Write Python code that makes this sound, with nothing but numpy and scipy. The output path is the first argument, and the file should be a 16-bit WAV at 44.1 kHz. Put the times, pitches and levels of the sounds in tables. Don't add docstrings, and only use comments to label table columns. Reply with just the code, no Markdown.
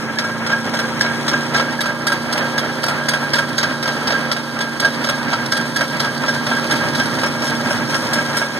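import sys
import numpy as np
from scipy import signal
from scipy.fft import rfft, irfft
from scipy.io import wavfile
from scipy.ndimage import uniform_filter1d

SR = 44100
rng = np.random.default_rng(int(sys.argv[2]) if len(sys.argv) > 2 else 0)


def unload_wav(signal):
    wavfile.write(
        sys.argv[1],
        SR,
        np.round(np.clip(np.atleast_2d(signal).T, -1, 1) * 32767).astype(np.int16),
    )


N = 378819
START_TURNS_PER_S, CRUISE_TURNS_PER_S, SPEEDUP_S = 3.8, 4.39, 4.2
MID_ONLY = np.array([[1], [0]])

# (time [s], firing rate [Hz])
ENGINE_SPEED = [(0, 28.26), (.53, 28.55), (1.25, 29.35), (3.5, 29.28), (4.8, 29.05), (6.2, 29.33),
                (8.59, 29.2)]
# (multiple of the firing rate, relative level [dB], change while running slow [dB])
ENGINE_HARMONICS = [(2, -22, -9), (3, -28, -2), (4, -16, 4.5), (5, -5, -4.5), (6, -16, 8), (7, -29, 2),
                    (8, 0, 0), (9, -20, 6), (10, -14, -4), (11, -7.5, -6), (12, -23, 6), (13, -10, -4),
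                    (15, -18, 4), (16, -21.5, 2), (18, -6.5, -5), (19, -12.5, -4), (20, -35, -1),
                    (21, -11, -18), (28, -12.5, -6.5), (32, -14.5, -4), (34, -15, -9), (37, -15.5, -1),
                    (41, -12.5, -12)]
# (time [s], level [dB])
ENGINE_EFFORT = [(0, -1), (.6, 2), (1.5, 1), (2.1, -0.2), (4.2, -1), (4.5, -1.3), (6.1, -1), (6.7, 1.5),
                 (7.9, 0.5), (8.59, -3)]
TRACK_ROUGHNESS = [(0, -28.5), (.7, -24), (1.5, -21.5), (2.03, -28), (2.35, -22), (2.9, -25), (3.4, -25.5),
                   (3.8, -27.5), (4.15, -20.5), (4.45, -29.5), (4.95, -24.5), (6.1, -25), (6.75, -19.5),
                   (7.45, -24), (7.95, -20.5), (8.55, -25)]
FLOOR_BOOM = [(0, -42), (1.2, -35), (1.6, -34), (1.95, -46), (2.8, -45), (3.5, -32), (3.75, -42),
              (4.1, -45), (4.5, -51), (5.4, -29.5), (5.85, -35), (6.4, -31), (6.7, -30), (6.95, -26),
              (7.25, -31), (7.9, -29), (8.4, -41)]
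RIM_SONG = [(0, -38.5), (4.5, -66), (6.3, -43), (6.9, -43), (7.3, -36.5), (7.85, -34.5), (8.25, -37),
            (8.59, -35)]
# (frequency [Hz], width [Hz], lift at ringing=1 [dB])
WHEEL_PEAKS = [(590, 45, 6), (925, 45, 5.5), (1337, 53, 7.5), (1405, 30, 4), (1510, 6, 8), (1618, 30, 13),
               (2230, 26, 7.5), (2480, 6, 8), (3199, 15, 9), (3390, 50, 9), (3840, 43, 10), (3900, 84, 3),
               (4137, 68, 6.5), (4620, 16, 11), (4659, 27, 10), (4940, 140, 8), (5450, 55, 11),
               (5545, 29, 13), (6480, 35, 7), (6595, 34, 10), (7214, 30, 7), (7545, 165, 8.5),
               (8380, 100, 10), (8846, 28, 10.5), (9205, 30, 10), (9908, 40, 12), (11413, 35, 10),
               (13200, 120, -5)]
# (frequency [Hz], relative level [dB])
BODY_RUMBLE = [(25, -33), (45, -8), (70, -5), (100, 1.5), (135, 2.5), (200, 5), (228, 8), (255, 12),
               (285, 7.5), (340, 3), (450, -0.5), (700, -32.5)]
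TREAD_ROAR = [(250, -50), (450, 0.5), (600, -1.5), (800, 0.5), (1200, 0), (1500, -3), (1800, 0), (2100, -4),
              (2600, -4.5), (4000, -25.5), (8000, -65)]
WHEEL_HISS = [(1200, -36), (2200, -20), (3200, 3.5), (3700, 0), (4500, 2), (5700, 0.5), (6500, -6.5),
              (9000, -6.5), (10500, -9.5), (12500, -12.5), (15500, -24)]
FLANGE_RUB = [(4000, -32), (5500, 5), (7000, 1), (9200, -2), (10500, 1.5), (12500, -8), (15500, -28)]
STEEL_CHATTER = [(700, -2), (1400, 5.5), (1900, 13.5), (2500, 3), (3200, 7), (4200, 4), (5200, 7),
                 (6500, -5), (8000, -7), (12000, -41)]
STEEL_KNOCK = [(250, -14), (450, 1), (600, 5), (900, 2.5), (1300, 3), (1600, -3), (2000, -4), (2600, 3),
               (5000, -34.5)]
STEEL_SPLASH = [(5000, -20), (7000, -3.5), (9000, 0), (10500, -3), (12000, -4), (14200, -5), (15500, -49)]
# (time [s], level [dB], frequency [Hz], swell time [s])
DISC_RINGS = [(0.169, -16, 1680, 0.0089), (.238, -14, 1620, 0.016), (.517, -8, 1620, 0.02),
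              (.794, -13.5, 1598, 0.0076), (1.006, -10.5, 1670, 0.0055), (1.064, -15.5, 1630, 0.0072),
              (1.331, -11, 1615, 0.013), (1.556, -13, 1630, 0.0091), (1.676, -15, 1608, 0.014),
              (1.788, -12, 1674, 0.0067), (1.863, -15, 1598, 0.014), (1.949, -27, 1615, 0.011),
              (2.069, -13, 1634, 0.0096), (2.117, -15, 1600, 0.0072), (2.577, -11.5, 1630, 0.0061),
              (2.885, -22, 1615, 0.012), (3.081, -14.5, 1647, 0.0089), (3.22, -14.5, 1606, 0.011),
              (3.348, -17, 1610, 0.011), (3.381, -14, 1635, 0.014), (3.625, -15.5, 1612, 0.018),
              (4.095, -18, 1635, 0.011), (4.136, -14, 1608, 0.017), (4.602, -21, 1613, 0.012),
              (4.843, -8, 1618, 0.01), (5.324, -23, 1590, 0.011), (5.52, -18, 1618, 0.015),
              (5.756, -12, 1640, 0.0071), (6.05, -20, 1610, 0.021), (6.279, -12, 1610, 0.012),
              (6.518, -11, 1614, 0.014), (6.565, -12, 1623, 0.0088), (6.717, -14, 1603, 0.0074),
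              (6.802, -15, 1630, 0.012), (6.99, -15.5, 1603, 0.015), (7.688, -19, 1630, 0.011),
              (8.129, -14.5, 1634, 0.0074), (8.176, -14.5, 1620, 0.017), (8.41, -15.5, 1627, 0.015)]
# (time [s], strike [dB], rebound [dB], knock [dB], brightness [dB])
WHEEL_TURNS = [(0.185, -12.5, -34, -16, 0), (0.462, -17, -19.5, -9.5, -10), (0.736, -18.5, -14, -10.5, 1),
               (1.008, -9, -24, -13, -2), (1.279, -10, -18, -11, -4), (1.543, -13.5, -18, -7, -4),
               (1.805, -12.5, -19, -11.5, 3.5), (2.067, -11.5, -16.5, -9, 5.5), (2.324, -13, -19, -11, 2.5),
               (2.579, -10, -42, -16, -0.5), (2.831, -15, -15, -8.5, 5), (3.084, -10, -15, -9.5, 3.5),
               (3.333, -11.5, -13, -7.5, 2.5), (3.579, -10, -11.5, -9, -1), (3.826, -15.5, -15, -9, -1),
               (4.071, -13, -18, -11.5, -3), (4.314, -11, -22.5, -14.5, 1), (4.557, -37, -13.5, -16.5, 0),
               (4.797, -13, -14, -11.5, 0.5), (5.039, -17, -12.5, -8.5, 0), (5.280, -27, -15, -9, -7),
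               (5.519, -10, -15, -13.5, 2.5), (5.76, -12.5, -16.5, -14, 2.5), (5.996, -16, -22, -13.5, 1),
               (6.231, -31, -13, -12, -4), (6.464, -19, -33, -9, -4), (6.708, -12.5, -18.5, -13.5, 2),
               (6.947, -15, -17, -14, 2), (7.185, -19, -18.5, -8, 0), (7.419, -20.5, -21, -13, 4),
               (7.655, -32, -23, -10.5, -5), (7.894, -21, -29, -11.5, -6), (8.131, -12, -41, -11.5, 7),
               (8.366, -12.5, -32, -10.5, 7)]
# (delay [turns], rebound weight [0-1], chatter [dB], knock [dB], chatter decay [s])
TURN_BLOWS = [(0, 0.05, 1, -5.5, 0.011), (0.127, 0.98, -5, -4, 0.0063), (0.203, 0.98, -0.7, -1.5, 0.012),
              (.29, 0.8, -31, -13.5, 0.025), (.56, 0.3, -21, -22.5, 0.04), (0.702, 0.4, -28, -16.5, 0.021)]
# (time [s], chatter [dB], brightness [dB], knock [dB], chatter decay [s])
STRAY_BLOWS = [(.242, -25, -2, -16, 0.0094), (.500, -23, -4, -11, 0.0079), (1.045, -19, -7, -27, .007),
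               (1.560, -14.5, -4, -18, 0.012), (1.577, -16, -2, -19, .009), (3.353, -14, 0, -12, .012),
               (4.102, -18, -7, -16, 0.016), (5.093, -20, 7, -20, 0.01), (6.001, -8.5, -8, -19, 0.0062),
               (6.649, -25, -2, -18, 0.0071), (7.942, -13.5, 2, -8, 0.0063)]
# (frequency [Hz], left minus right [dB], side minus mid [dB], comb depth [dB])
MIC_PAIR = [(40, -2, 8, 2), (70, -10, 7.5, 6.5), (130, -2.5, -11, 1), (350, -4, -4, -12),
            (700, -1.5, -13.5, 2), (1390, -1.2, -9.5, 11), (1880, -5, 0, -0.5), (2532, -0.5, 3, 19),
            (3270, 2, -8.5, -5), (4770, -5.5, 1, 15.5), (5300, 1.5, -0.5, 19.5), (8950, -0.5, 1, 13),
            (15000, 0, 2.5, 8)]
# (frequency [Hz], change of left minus right [dB], change of side minus mid [dB])
IMAGE_SHIFT = [(200, -1, -1.5), (1600, 2.5, 0.5), (2490, 1.5, -8.5), (3280, -2, 5), (4650, 5, 11.5),
               (5400, -2.5, -1), (6300, 7.5, -10), (8700, 0.5, 0)]
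# (time [s], share of the shifted image [0-1])
IMAGE_DRIFT = [(0, 0.86), (1.3, 0.8), (1.9, 0), (7, 0), (8.2, 0.56)]


def undb(db):
    return 10 ** (np.asarray(db) / 20)


def unit(x):
    return x / np.sqrt(np.mean(x ** 2))


def curve(table):
    return np.interp(np.arange(N) / SR, *np.transpose(table))


def bins():
    return np.maximum(np.arange(N // 2 + 1) * SR / N, 1)


def gains(table):
    hz, *columns = np.transpose(table)
    return [undb(np.interp(np.log(bins()), np.log(hz), c)) for c in columns]


def noise(response):
    return unit(irfft(rfft(rng.standard_normal((2, N))) * response, N))


def walk(rate_hz):
    k = int(SR / rate_hz)
    steps = np.repeat(rng.standard_normal(N // k + 1), k)
    return unit(uniform_filter1d(uniform_filter1d(steps, k), k)[:N])


def wheel(force, spectrum, ringing, grain_db=5):
    f = bins()
    response = gains(spectrum)[0]
    for hz, width, db in WHEEL_PEAKS:
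        detune = 1j * (f * f - hz * hz) / (f * width)
        response = response * (undb(ringing * db) + detune) / (1 + detune)
    impacts = unit(rng.standard_normal((2, N)) * undb(grain_db * np.clip(rng.standard_normal(N), -2, 2)))
    return irfft(rfft(force * impacts) * response / np.sqrt(np.mean(abs(response) ** 2)), N)


def blows(times, sizes, rise_s, decay_s):
    power, t = np.zeros(N + SR), np.arange(SR // 3) / SR
    for s, size, decay in np.broadcast(times, sizes, decay_s):
        start = int(s * SR)
        power[start:start + len(t)] += (size * (1 - np.exp(-t / rise_s)) * np.exp(-t / decay)) ** 2
    return np.sqrt(power[:N])


def turn_rate(t):
    return CRUISE_TURNS_PER_S + (START_TURNS_PER_S - CRUISE_TURNS_PER_S) * np.exp(-t / SPEEDUP_S)


def ride(speed_db, follow):
    track = curve(TRACK_ROUGHNESS)
    below_cruise = CRUISE_TURNS_PER_S - turn_rate(np.arange(N) / SR)
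    return track.mean() + follow * (track - track.mean()) - speed_db * below_cruise


def pressure(peak_turn=0.35):
    turns = curve([(row[0], k) for k, row in enumerate(WHEEL_TURNS)])
    return np.cos(2 * np.pi * (turns - peak_turn))


def strikes():
    rows = []
    for s, strike, rebound, turn_knock, bright in WHEEL_TURNS:
        for delay, weight, chatter, knock, decay in TURN_BLOWS:
            peak = chatter + (1 - weight) * strike + weight * rebound
            rows.append((s + delay / turn_rate(s), peak, bright, knock + turn_knock, decay))
    return np.array(rows + list(STRAY_BLOWS))


def engine(db=-27, waver=.0022, flutter_db=1.7, wobble_rad=.22, drone_order=8, slow_span_hz=1.0):
    firing_hz = curve(ENGINE_SPEED)
    slow = np.clip((np.median(firing_hz) - firing_hz) / slow_span_hz, 0, 1)
    phase = 2 * np.pi * np.cumsum(firing_hz * (1 + waver * walk(14))) / SR
    tone = 0
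    for order, order_db, slow_db in ENGINE_HARMONICS:
        loose = .3 if order == drone_order else 1
        offset = rng.uniform(0, 2 * np.pi) + loose * wobble_rad * walk(12)
        gain = undb(order_db + slow_db * slow + loose * flutter_db * walk(7.4))
        tone = tone + gain * np.exp(1j * (order * phase + offset))
    return undb(db + curve(ENGINE_EFFORT)) * unit(np.array([tone.real, tone.imag]))


def rolling(rumble_db=-7, roar_db=-1, hiss_db=-7.5, shake_db=2, press_db=0.6):
    shake, load = shake_db * walk(45), press_db * pressure()
    rumble = undb(ride(speed_db=4.5, follow=0.54) + rumble_db + shake)
    body = rumble * noise(gains(BODY_RUMBLE)[0])
    roar = undb(ride(speed_db=0, follow=0.74) + roar_db + shake + load)
    tread = wheel(roar, TREAD_ROAR, ringing=1)
    hiss = undb(ride(speed_db=7.5, follow=0.48) + hiss_db + load + walk(60) - 0.5 * walk(600))
    return body + tread + wheel(hiss, WHEEL_HISS, ringing=0.72, grain_db=3.5)


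def resonance(hz, half_width_hz):
    return 1 / (1 + ((bins() - hz) / half_width_hz) ** 2)


def floor_boom(db=-2, low_mode_db=-4):
    modes = resonance(253, 13) + undb(low_mode_db) * resonance(140, 25)
    return undb(db + curve(FLOOR_BOOM)) * noise(modes)


def rim_song(flicker_db=3, rub_db=-7, sizzle_db=-3, grit_db=3):
    times, peak_db = strikes().T[:2]
    struck = unit(blows(times, undb(peak_db / 2), rise_s=0.0023, decay_s=0.037))
    force = undb(curve(RIM_SONG) + flicker_db * walk(50)) * np.hypot(struck, undb(rub_db))
    song = force * noise(resonance(5470, 100))
    return song + wheel(force * undb(sizzle_db + grit_db * walk(500)), FLANGE_RUB, ringing=1)


def disc_song(hz=1613, wander_hz=10, db=-32.3, press_db=4, flicker_db=4.5):
    phase = 2 * np.pi * np.cumsum(hz + wander_hz * walk(35)) / SR
    return undb(db + press_db * pressure() + flicker_db * walk(30)) * np.sin(phase) * MID_ONLY


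def loose_fittings(count=280, db=-19.5, spread_db=3, follow=.55):
    when, size = rng.random((count, 2)).T
    boom_db = curve(FLOOR_BOOM)
    shake_db = follow * (boom_db - boom_db.max())[(when * N).astype(int)]
    sizes = undb(db + shake_db + spread_db * (2 * size - 1))
    ticks = blows(when * N / SR, sizes, rise_s=0.0005, decay_s=0.003)
    return wheel(ticks, WHEEL_HISS, ringing=0.9, grain_db=0.5)


def disc_rings(stutter_db=2):
    out, t = np.zeros(N + SR), np.arange(SR // 4) / SR
    for s, db, hz, swell_s in DISC_RINGS:
        start, rise = int(s * SR), (t / swell_s) ** 2
        swell = 2 * rise / (1 + rise ** 2)
        out[start:start + len(t)] += undb(db) * swell * np.sin(2 * np.pi * (hz * t + rng.random()))
    return out[:N] * undb(stutter_db * walk(160)) * MID_ONLY


def clacks(chatter_db=-0.27, tail_db=-14, splash_db=-11.5, rough_db=2, rattle_db=3):
    times, peak_db, bright_db, knock_db, decay_s = strikes().T
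    contact = blows(times, undb(peak_db + chatter_db), rise_s=0.0019, decay_s=decay_s)
    tail = blows(times, undb(peak_db + tail_db), rise_s=0.0019, decay_s=0.035)
    knock = blows(times, undb(knock_db), rise_s=0.003, decay_s=1.12 * decay_s)
    splash = blows(times, undb(peak_db + bright_db + splash_db), rise_s=0.0046, decay_s=decay_s)
    rough = undb(rough_db * walk(700))
    return (wheel(np.hypot(contact, tail) * rough, STEEL_CHATTER, ringing=1.08)
            + wheel(knock * rough, STEEL_KNOCK, ringing=1.61)
            + wheel(splash * undb(rattle_db * walk(400)), STEEL_SPLASH, ringing=1.19, grain_db=-0.5))


def clinks(db=-17.5, low_hz=3000, high_hz=6700, detune=.012, rise_s=.0015, decay_s=.016, count=4):
    modes = np.array([hz for hz, _, _ in WHEEL_PEAKS if low_hz < hz < high_hz])
    out, t = np.zeros((2, N + SR)), np.arange(SR // 10) / SR
    fade = (1 - np.exp(-t / rise_s)) * np.exp(-t / decay_s)
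    for s, peak_db in strikes()[:, :2]:
        pick, shift, phase = rng.random((3, 2, count, 1))
        hz = modes[(pick * len(modes)).astype(int)] * (1 + detune * (2 * shift - 1))
        tones = np.sin(2 * np.pi * (hz * t + phase)).sum(axis=1)
        start = int(s * SR)
        out[:, start:start + len(t)] += undb(peak_db + db) * fade * tones
    return out[:, :N]


def image(spectra, balance, side_ratio):
    mid, side = np.array([spectra[0], side_ratio * spectra[1]]) / np.hypot(1, side_ratio)
    return irfft(np.array([(mid + side) * np.sqrt(balance), (mid - side) / np.sqrt(balance)]), N)


def microphones(sound, comb_hz=2600):
    spectra = rfft(sound)
    balance, width, depth = gains(MIC_PAIR)
    side_ratio = width * depth ** np.cos(2 * np.pi * bins() / comb_hz)
    lean, widen = gains(IMAGE_SHIFT)
    settled = image(spectra, balance, side_ratio)
    shifted = image(spectra, balance * lean, side_ratio * widen)
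    drift = curve(IMAGE_DRIFT)
    return (1 - drift) * settled + drift * shifted


def scene():
    running = engine() + rolling() + floor_boom() + rim_song() + loose_fittings()
    return microphones(running + clacks() + clinks() + disc_rings() + disc_song())


def record(dry, top_hz=15500):
    lowpass = signal.ellip(10, .2, 80, top_hz, fs=SR, output="sos")
    return signal.sosfilt(lowpass, np.clip(dry, -1, 1))


dry = scene()
out = record(dry)
unload_wav(out)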